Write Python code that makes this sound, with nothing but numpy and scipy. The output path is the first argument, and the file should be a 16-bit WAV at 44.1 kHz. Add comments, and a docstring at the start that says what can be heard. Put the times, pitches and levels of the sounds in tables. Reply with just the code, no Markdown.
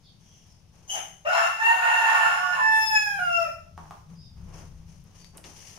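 """Rooster crowing in a house

A rooster crows once between hard walls: a wheezy gasp, a hoarse two-voiced call, a clean falling last note.
The call is built from two sets of harmonics, one for each side of the voice organ, plus rasping noise.
A motor hums faintly, made of wavering tones in a dull rumble. Shaped noise makes the shuffles, rustles,
knocks and clicks; gliding tones make the squeaks, and low tones make the booms.
"""
import sys
import numpy as np
from scipy import signal
from scipy.fft import rfft, irfft, next_fast_len
from scipy.io import wavfile

SR = 44100
rng = np.random.default_rng(int(sys.argv[2]) if len(sys.argv) > 2 else 0)


def store_wav(level_fs):
    """Save 16-bit WAV to argv[1]."""
    pcm = np.round(np.clip(np.atleast_2d(level_fs), -1, 1) * 32767)
    wavfile.write(sys.argv[1], SR, pcm.T.astype(np.int16))


N = 255293
FFT_SIZE = next_fast_len(N, True)
TIME, BINS = np.arange(N) / SR, np.fft.rfftfreq(FFT_SIZE, 1 / SR)  # [s], [Hz]
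# Levels in the tables are relative: the functions that play them may add a gain.


def amp(db):
    """Turns decibels into gain."""
    return 10 ** (np.asarray(db) / 20)


def unit(x):
    """Scales to rms 1."""
    return x / np.sqrt(np.mean(x ** 2) + 1e-20)


def read(points, hz):
    """Reads a spectrum's value at hz, on a log-frequency axis."""
    f, value = np.transpose(points)
    return np.interp(np.log(hz + 1), np.log(f + 1), value)


def curves(rows):
    """Draws each column of a timed table at every sample."""
    s, *columns = np.transpose(rows)
    return [np.interp(TIME, s, c) for c in columns]


def during(rows, fade=.008):
    """Gives 1 while a timed table lasts, with soft edges (fade in s)."""
    since_start, until_end = TIME - rows[0][0], rows[-1][0] - TIME
    return np.clip(np.minimum(since_start, until_end) / fade + .5, 0, 1)


def swell(start, attack, hold, release, db):
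    """A gain that rises, holds, and then dies by 60 dB in the release time; times in s."""
    age = TIME - start
    return np.clip(age / attack, 0, 1) * amp(db - 60 * np.maximum(age - attack - hold, 0) / release)


def noise():
    """White noise."""
    return rng.standard_normal(N)


def filtered(x, gain):
    """Weights every frequency of x by a gain."""
    return irfft(rfft(x, FFT_SIZE) * gain, FFT_SIZE)[..., :N]


def wobble(hz):
    """Random drift with rms 1, up to about hz."""
    return unit(filtered(noise(), 1 / (1 + (BINS / hz) ** 4)))


def coloured(x, points):
    """Gives x a spectrum; rms 1."""
    return unit(filtered(x, amp(read(points, BINS))))


def resonant(x, modes):
    """Passes x through steep-sided resonances; rms 1."""
    power = sum(amp(db) ** 2 / (1 + ((BINS - hz) / width) ** 2 * 2) ** 3 for hz, width, db in modes)
    return unit(filtered(x, np.sqrt(power)))


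def panned(left_db):
    """Gains of the left and the right channel, left_db apart."""
    return amp(np.array([[.5], [-.5]]) * left_db)


def pair(points, alike, left_db):
    """Coloured noise at both microphones; alike is the shared part of its power."""
    shared = noise()
    both = [coloured(np.sqrt(alike) * shared + np.sqrt(1 - alike) * noise(), points) for _ in range(2)]
    return np.array(both) * panned(left_db)


# How long echoes take to die by 60 dB: (frequency [Hz], time [s])
ROOM_T60 = [(150, 1), (500, 0.45), (1200, 0.45), (2800, 0.44), (7000, .52), (15000, 0.56)]


def room(x, build=0.002):
    """Dense reflections that swell quickly and die band by band, different at each microphone."""
    hz, t, z = signal.stft(rng.choice([-1., 1.], (2, SR)), SR, nperseg=256)
    decay = amp(-60 * t / read(ROOM_T60, hz)[:, None])
    tail = signal.istft(z * decay, SR, nperseg=256)[1]
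    tail *= 1 - np.exp(-np.arange(tail.shape[1]) / SR / build)
    return signal.fftconvolve(x[None], tail / np.linalg.norm(tail[0]), axes=1)[:, :N]


def cycles(hz, rough, jitter=.055, jitter_hz=170, waver=.0022, rough_waver=.008):
    """Phase of a vibration whose period jitters as it gets rough."""
    fast = jitter * rough * wobble(jitter_hz)
    slow = (waver + rough_waver * rough) * wobble(30)
    return 2 * np.pi * np.cumsum(hz * (1 + fast + slow)) / SR


# The motor swells and fades: (time [s], firings per second [Hz], level [dB])
MOTOR = [(0, 33.5, -60), (.8, 34, -60), (1.6, 34, -69), (2.4, 32, -64), (3.2, 32, -57), (4.22, 31.8, -54),
         (4.4, 33, -45), (4.75, 33.3, -46), (5.1, 33.6, -54), (5.79, 34, -59)]
# Its tones: (multiple of the firing rate, level [dB])
MOTOR_ORDERS = [(1, 0), (2, 0.5), (3, -11), (4, -2), (5, 2), (6, -9.5)]
# Colour of its deep and upper rumble: (frequency [Hz], level [dB])
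DEEP_COLOUR = [(10, -3.5), (32, -15), (48, -4.5), (70, -6), (100, 0.5), (140, -21), (300, -55.5)]
UPPER_COLOUR = [(60, -29), (120, -2), (165, 2), (205, -6.5), (260, -16), (450, -36), (1000, -64)]
# How each rumble follows the motor: (level when the motor is at MOTOR_REF_DB [dB], follow [dB per dB])
DEEP_RUMBLE = (-55.5, .7)
UPPER_RUMBLE = (-58.5, .4)
MOTOR_REF_DB = -58


def motor(gain_db=-3):
    """Wavering multiples of the firing rate in a dull rumble; only the bass comes through the walls."""
    hz, db = curves(MOTOR)
    phase = 2 * np.pi * np.cumsum(hz * (1 + 0.0083 * wobble(4.5))) / SR
    tones = np.zeros(N)
    for order, order_db in MOTOR_ORDERS:
        drift = wobble(1.7) + 2 * np.pi * rng.random()
        tones += amp(order_db + 2.5 * wobble(4.3)) * np.cos(order * phase + drift)
    deep, upper = (amp(base_db + follow * (db - MOTOR_REF_DB)) for base_db, follow in (DEEP_RUMBLE, UPPER_RUMBLE))
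    rumble = deep * pair(DEEP_COLOUR, 0.89, 4.5) + upper * pair(UPPER_COLOUR, .85, 8.1)
    return amp(gain_db) * (amp(db) * unit(tones) * panned(4.6) + rumble)


# Colour of the still air: (frequency [Hz], level [dB])
AIR = [(180, -32), (300, -0.5), (821, -4.5), (953, -10), (1780, -13.5), (3280, -9), (4140, -11.5),
       (5570, -8.5), (7750, -23.5), (9600, -17.5), (15500, -29.5)]


def still_air(level_db=-69):
    """The steady faint hiss of the house, mostly different at each microphone."""
    return amp(level_db) * pair(AIR, 0.12, 0.67)


# Steps and shifts of the body: (start [s], length [s], scuffing feet [dB], rustling cloth [dB])
MOVES = [(.19, .33, -72, -68), (.72, .16, -63, -69), (3.42, .1, -63, -76), (3.76, .18, -62, -67),
         (4.08, .03, -59, -68), (4.35, .12, -60, -72), (4.46, .04, -55, -69), (4.52, .08, -49.5, -57.5),
         (4.7, .1, -65, -73), (4.86, .08, -64, -65), (5.03, .1, -64, -72), (5.13, .11, -62.5, -60.5),
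         (5.33, .03, -52, -67), (5.43, .04, -50, -52), (5.54, .25, -58, -52), (5.765, .03, -42, -60)]
# Colour of the feet and of the cloth: (frequency [Hz], level [dB])
SCUFF_COLOUR = [(150, -9), (330, -2), (600, -5), (1000, -4.5), (1600, -13.5), (3000, -19.5), (5000, -67)]
CLOTH_COLOUR = [(880, -55), (1500, -37), (1580, -9.5), (3030, -4.5), (3760, -13), (6190, 2.5), (7230, -10),
                (7750, -14.5), (9890, -8.5), (11700, -22.5), (14200, -16), (15500, -47)]
MOVE_ATTACK_S, MOVE_RELEASE_S = .025, .4
STILL_SCUFF_DB, STILL_CLOTH_DB = -71, -75  # the faint stir between moves, before the gains below


def moving(scuff_gain_db=-2, cloth_gain_db=1):
    """Feet scuff the floor and cloth rubs softly, in small uneven catches."""
    scuff, cloth = amp(STILL_SCUFF_DB), amp(STILL_CLOTH_DB)
    for s, length, feet_db, rub_db in MOVES:
        scuff = np.hypot(scuff, swell(s, MOVE_ATTACK_S, length, MOVE_RELEASE_S, feet_db))
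        cloth = np.hypot(cloth, swell(s, MOVE_ATTACK_S, length, MOVE_RELEASE_S, rub_db))
    catches_db = 1.5 * wobble(60)
    feet = scuff * amp(scuff_gain_db) * pair(SCUFF_COLOUR, 0.35, 1)
    return feet + cloth * amp(cloth_gain_db + catches_db) * pair(CLOTH_COLOUR, 0.15, 7)


# Faint high squeaks and swishes:
# (start [s], length [s], start pitch [Hz], end pitch [Hz], level [dB], roughness [0-1])
SQUEAKS = [(.02, 0.086, 4990, 4340, -56.5, 1), (0.031, 0.084, 3700, 3230, -57, 1),
           (0.182, 0.28, 5970, 5730, -58.5, 0.86), (0.202, 0.28, 3260, 3120, -65, 0.94),
           (.47, 0.076, 5500, 5270, -59.5, 0.91), (4.146, 0.14, 4990, 4866, -52, 0.6),
           (4.187, 0.13, 3800, 3570, -66, 0.13), (5.176, 0.11, 4680, 4560, -56.5, 0.25)]


def squeaks():
    """Tones that glide, swell and fade; the rougher they are, the more their pitch jitters into a swish."""
    out = np.zeros(N)
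    for s, length, start_hz, end_hz, db, rough in SQUEAKS:
        u = np.clip((TIME - s) / length, 0, 1)  # progress, 0 to 1
        glide_hz = start_hz + (end_hz - start_hz) * u
        out += amp(db) * np.sin(np.pi * u) * np.sin(cycles(glide_hz, rough))
    return .5 * out + room(out)


# Three overlapping parts of the gasp: (start [s], attack [s], hold [s], release [s], level [dB])
GASP_WHISTLE = (.891, .012, .004, .1, -26)
GASP_SIBILANCE = (.874, .034, .04, .15, -34)
GASP_BREATH = (.93, .02, .05, .03, -35.5)
# Resonances of its hiss and its rush of air: (frequency [Hz], width [Hz], level [dB])
GASP_HISS = [(6310, 320, 7.5), (6210, 1830, -8), (9680, 1600, -9), (13700, 3000, -20.5)]
GASP_RUSH = [(760, 217, 4), (1810, 1800, -9), (3000, 480, -3.5)]


def gasp(whistle_hz=2965, flutter_hz=185, flutter=.35, unsteady=0.18):
    """The bird's wheeze: a fluttering whistle, with breath noise shaped into a hiss and a rush."""
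    tone = np.sqrt(2) * np.sin(cycles(whistle_hz, unsteady))
    whistle = tone * (1 + flutter * np.sin(2 * np.pi * flutter_hz * TIME))
    hiss, rush = resonant(noise(), GASP_HISS), resonant(noise(), GASP_RUSH)
    sibilance = swell(*GASP_SIBILANCE) * (hiss + amp(-10) * rush)
    return swell(*GASP_WHISTLE) * whistle + sibilance + swell(*GASP_BREATH) * rush


# The rasp of chaotic beating: (time [s], level [dB])
RASP_LEVEL = [(1.25, -37), (1.3, -33), (1.33, -20), (1.47, -25), (1.55, -42), (1.62, -33), (1.77, -29),
              (1.84, -23.5), (2.0, -26.5), (2.3, -22.5), (2.49, -34), (2.57, -25), (2.66, -47), (3.1, -65),
              (3.5, -59)]
# Throat resonances: (frequency [Hz], width [Hz], level [dB])
THROAT = [(687, 90, -7.5), (867, 130, -5.5), (1089, 140, -3.5), (1432, 163, 0), (1751, 83, 3),
          (2082, 260, -13.5), (2739, 200, -5)]
# Treble of the rasp: (frequency [Hz], level [dB])
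RASP_TOP = [(2400, -15), (3100, -19), (3700, -18.5), (4400, -21.5), (5200, -30.5), (6200, -24), (7150, -15),
            (7600, -32.5), (9800, -25), (11500, -33), (15500, -38.5)]
# The wheeze in the opening note: (time [s], level [dB])
WHEEZE = [(1.28, -63), (1.32, -45), (1.37, -43), (1.42, -59), (1.48, -64)]
# Its resonance: (frequency [Hz], width [Hz], level [dB])
WINDPIPE = [(5350, 350, 0)]
# Hiss in the rasp, relative to the rasp and to the level of the notes [dB]
RASP_HISS_DB, NOTE_HISS_DB = -15.5, -15


def rasp(rough, puff_hz=900):
    """Chaotic puffs of air, one a cycle, ring the throat; the windpipe wheezes as the call opens."""
    level = amp(curves(RASP_LEVEL)[0]) * during(RASP_LEVEL)
    notes = sum(amp(curves(rows)[1]) * during(rows) for rows in (SHORT_NOTE, HIGH_NOTE, CLEAN_NOTE, LAST_NOTE))
    puffs = noise() * (1 + 0.59 * np.cos(cycles(puff_hz, rough))) * amp(2.9 * wobble(120))
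    # the chaos favours now one resonance, now another
    favour_db = 3.5 * wobble(16)
    throat = np.zeros(N)
    for hz, width, db in THROAT:
        gain = amp(db + np.roll(favour_db, rng.integers(N))) * np.sqrt(width)
        throat += gain * resonant(puffs, [(hz, width, 0)])
    hiss_level = np.hypot(amp(RASP_HISS_DB) * level, amp(NOTE_HISS_DB) * notes * np.sqrt(rough))
    hiss = hiss_level * coloured(puffs, RASP_TOP)
    wheeze = amp(curves(WHEEZE)[0]) * resonant(puffs, WINDPIPE) * during(WHEEZE)
    return 0.72 * level * unit(throat) + hiss + wheeze


# Overtones follow the note's level in part [dB per dB], and fade as the membrane slackens to a low pitch
USUAL_LEVEL_DB, OVERTONE_FOLLOW, SLACK_DB_PER_HZ = -25, .55, .16


def note(rows, body, overtones, slack_hz, rough, top_db, bloom_db, bloom_s,
         shimmer=0.4, flicker_db=4, half_db=-31, count=27):
    """One side of the syrinx (voice organ): three strong harmonics, and overtones coloured by the windpipe."""
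    on = during(rows) > 0
    pitch, level = curves(rows)
    hz, level_db = pitch[on], level[on]
    # overtones bloom after the note starts
    not_yet_db = bloom_db * np.exp(-(TIME[on] - rows[0][0]) / bloom_s)
    dull_db = not_yet_db + SLACK_DB_PER_HZ * np.maximum(slack_hz - hz, 0)
    bright_db = top_db + OVERTONE_FOLLOW * (level_db - USUAL_LEVEL_DB) - dull_db
    phase, out = cycles(pitch, rough)[on], np.zeros(N)
    flicker = flicker_db * wobble(6.2)
    for k in range(1, count):
        if k <= 3:
            db = level_db + read(body, k * hz)
        else:  # each overtone comes and goes by itself
            db = bright_db + read(overtones, k * hz) + np.roll(flicker, rng.integers(N))[on]
        out[on] += np.sqrt(2) * amp(db) * np.cos(k * phase)
    # strong and weak beats put faint half lines on both sides of the second harmonic
    out[on] += 2 * amp(half_db + level_db) * np.cos(2 * phase) * np.cos(phase / 2) * wobble(20)[on]
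    return out * during(rows) * (1 + shimmer * rough * wobble(200))


# The low side opens with a yelp, drones under the hoarse middle and ends the call:
# (time [s], pitch [Hz], level [dB])
OPENING_NOTE = [(1.253, 605, -25), (1.267, 622, -15), (1.278, 725, -30), (1.298, 734, -19.5),
                (1.315, 660, -32), (1.39, 680, -30), (1.465, 684, -25), (1.5, 676, -43), (1.57, 692, -43)]
LOW_NOTE = [(1.69, 743, -29), (1.76, 738, -30), (1.86, 731, -24), (2.05, 719, -30), (2.26, 715, -23),
            (2.42, 730, -28), (2.51, 718, -24), (2.56, 701, -40)]
LAST_NOTE = [(3.19, 727, -23.5), (3.29, 694, -30), (3.4, 673, -22), (3.435, 660, -28), (3.458, 608, -30),
             (3.485, 575, -45)]
# The high side sings a short note, a long hoarse one, and a clean one that falls:
# (time [s], pitch [Hz], level [dB])
SHORT_NOTE = [(1.585, 866, -31), (1.62, 894, -21), (1.675, 921, -17), (1.74, 912, -26), (1.78, 913, -29)]
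HIGH_NOTE = [(1.78, 914, -28), (1.93, 916, -21.5), (2.14, 897, -21), (2.25, 888, -28), (2.36, 885, -37),
             (2.56, 875, -41)]
CLEAN_NOTE = [(2.56, 875, -41), (2.62, 880, -21), (2.74, 877, -19), (2.84, 876, -21.5), (2.885, 873, -28),
              (2.96, 858, -16.5), (3.0, 844, -26), (3.13, 810, -29), (3.2, 775, -28)]
# A stray tone slides down as the two sides lock into one pitch: (time [s], pitch [Hz], level [dB])
SLIDE = [(2.3, 1100, -31.5), (2.4, 1116, -32), (2.5, 1142, -42), (2.55, 1090, -33), (2.6, 1020, -22),
         (2.63, 998, -42)]
# How the throat weights the first three harmonics of each side: (frequency [Hz], level [dB])
LOW_BODY = [(615, 0), (680, -4), (735, -7), (1220, -15), (1350, -.5), (1450, 3.5), (1900, -22), (2200, -22)]
HIGH_BODY = [(775, -7), (855, -8.5), (882, -3), (915, 2), (1550, 1), (1750, 1), (1830, -2), (2400, -15),
             (2575, -2.5), (2640, -11), (2760, -5)]
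# Colour of each side's overtones: (frequency [Hz], level [dB])
LOW_OVERTONES = [(2750, 4), (3400, -26), (4200, -31.5), (5400, -11), (6200, -21), (7100, -21.5),
                 (7900, -37), (9600, -23.5), (11500, -33.5), (15800, -31)]
HIGH_OVERTONES = [(3500, -13), (4400, -25), (4900, -11.5), (5230, 5), (5500, -17), (6100, -14), (7000, -16),
                  (7900, -32.5), (9200, -16.5), (11500, -30.5), (13300, -24), (15800, -29)]
HIGH_SLACK_HZ, LOW_SLACK_HZ = 878, 690  # each side goes slack below its own pitch
FULL_ROUGH_DB, LEAST_ROUGH = -17, .025  # rasp level for fully rough membranes; roughness without rasp


def crow(high_db=-2.5, low_db=-1, drone_db=-4.5):
    """The two sides sound in turn and, in the hoarse middle, together; more rasp makes them beat less evenly."""
    rough = np.clip(LEAST_ROUGH + amp(curves(RASP_LEVEL)[0] - FULL_ROUGH_DB), 0, 1)
    high_side = (HIGH_BODY, HIGH_OVERTONES, HIGH_SLACK_HZ, rough)
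    low_side = (LOW_BODY, LOW_OVERTONES, LOW_SLACK_HZ, rough)
    low = (note(OPENING_NOTE, *low_side, top_db=-35, bloom_db=3, bloom_s=.05)
           + note(LAST_NOTE, *low_side, top_db=-35, bloom_db=10, bloom_s=.08))
    high = (note(SHORT_NOTE, *high_side, top_db=-38, bloom_db=6, bloom_s=.02)
            + note(HIGH_NOTE, *high_side, top_db=-45, bloom_db=6, bloom_s=.02)
            + note(CLEAN_NOTE, *high_side, top_db=-28.5, bloom_db=30, bloom_s=.13))
    drone = note(LOW_NOTE, *low_side, top_db=-38, bloom_db=12, bloom_s=.1)
    hz, db = curves(SLIDE)
    slide = np.sqrt(2) * amp(db) * np.sin(cycles(hz, rough)) * during(SLIDE)
    return amp(high_db) * high + amp(low_db) * low + amp(drone_db) * drone + slide + rasp(rough)


# The microphones turn through the room: (time [s], left over right [dB])
FACING = [(.9, 3), (1.3, 3), (2.2, -1), (2.8, -1.5), (3.2, 1), (3.6, 3)]
# Left-right balance of the rooster's sound at each frequency: (frequency [Hz], left over right [dB])
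BALANCE = [(700, -1.5), (1300, -1.5), (2700, 1), (4000, 2.5), (5300, 6.5), (7000, 5), (9500, -5),
           (14000, 2)]


def rooster(direct_db=-4.5, room_db=.4, left_lag_s=.00025, lowest_hz=480):
    """The bird is heard mostly by way of the walls, while the microphones turn."""
    no_bass = 1 - 1 / (1 + (BINS / lowest_hz) ** 8)  # a small beak radiates no bass
    call = filtered(crow(), no_bass) + gasp()
    direct = np.array([np.interp(TIME - left_lag_s, TIME, call), call])
    sound = amp(direct_db) * direct + amp(room_db) * room(call)
    return filtered(sound, panned(read(BALANCE, BINS))) * panned(curves(FACING)[0])


# Dull booms through the walls: (middle [s], length [s], pitch [Hz], level [dB])
BOOMS = [(3.22, .2, 160, -52), (3.63, .12, 88, -51), (3.78, .16, 85, -46), (3.82, .25, 160, -52),
         (4.16, .24, 157, -43), (4.4, .2, 66, -47), (4.43, .16, 180, -47)]


def booms(unsteady=.06, left_db=5):
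    """Low wavering tones that swell and fade."""
    out = np.zeros(N)
    for s, length, hz, db in BOOMS:
        arch = np.cos(np.pi * np.clip((TIME - s) / length, -.5, .5))
        phase = 2 * np.pi * np.cumsum(hz * (1 + unsteady * wobble(25))) / SR
        out += amp(db) * arch * np.sin(phase)
    return out * panned(left_db)


def hit(s, db, modes, t60):
    """A sudden burst of noise in the given resonances that dies by 60 dB in t60 seconds."""
    age = np.maximum(TIME - s, 0)
    return (TIME >= s) * amp(db - 60 * age / t60) * resonant(noise(), modes)


# Light knocks: (time [s], level [dB])
KNOCKS = [(3.778, -38), (3.856, -49.5), (3.909, -37.5)]
# The wood's modes: (frequency [Hz], width [Hz], level [dB])
WOOD = [(552, 370, -3.5), (980, 390, 8.5), (1277, 230, -4), (2820, 1500, -34)]


def knocks(room_db=4.5):
    """Short bursts ring the wood's modes, and the room answers."""
    dry_knocks = sum(hit(s, db, WOOD, t60=0.033) for s, db in KNOCKS)
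    return dry_knocks + amp(room_db) * room(dry_knocks)


# Small clicks: (time [s], level [dB], centre [Hz], width [Hz], decay by 60 dB [s], left over right [dB])
CLICKS = [(5.04, -54, 11000, 5926, .008, -3), (5.245, -46, 4740, 6000, 0.009, 16),
          (5.372, -40.5, 9400, 3500, .045, 2), (5.379, -50.5, 4020, 6000, 0.018, -19),
          (5.441, -46, 3000, 6130, 0.08, 6)]


def clicks(room_db=-5):
    """Bursts of noise in one wide band each, placed left or right, with some room."""
    dry_clicks = np.zeros((2, N))
    for s, db, hz, width, t60, left_db in CLICKS:
        dry_clicks += hit(s, db, [(hz, width, 0)], t60) * panned(left_db)
    return dry_clicks + amp(room_db) * room(dry_clicks.mean(0))


def scene():
    """Everything together over the still air of the house."""
    background = motor() + still_air() + booms()
    return background + moving() + squeaks() + rooster() + knocks() + clicks()


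def record(dry, edge_hz=15750):
    """Takes away everything above the edge frequency."""
    lowpass = signal.firwin(511, edge_hz, window=("kaiser", 9), fs=SR)
    return signal.oaconvolve(dry, lowpass[None], "same")


dry = scene()
out = record(dry)
store_wav(out)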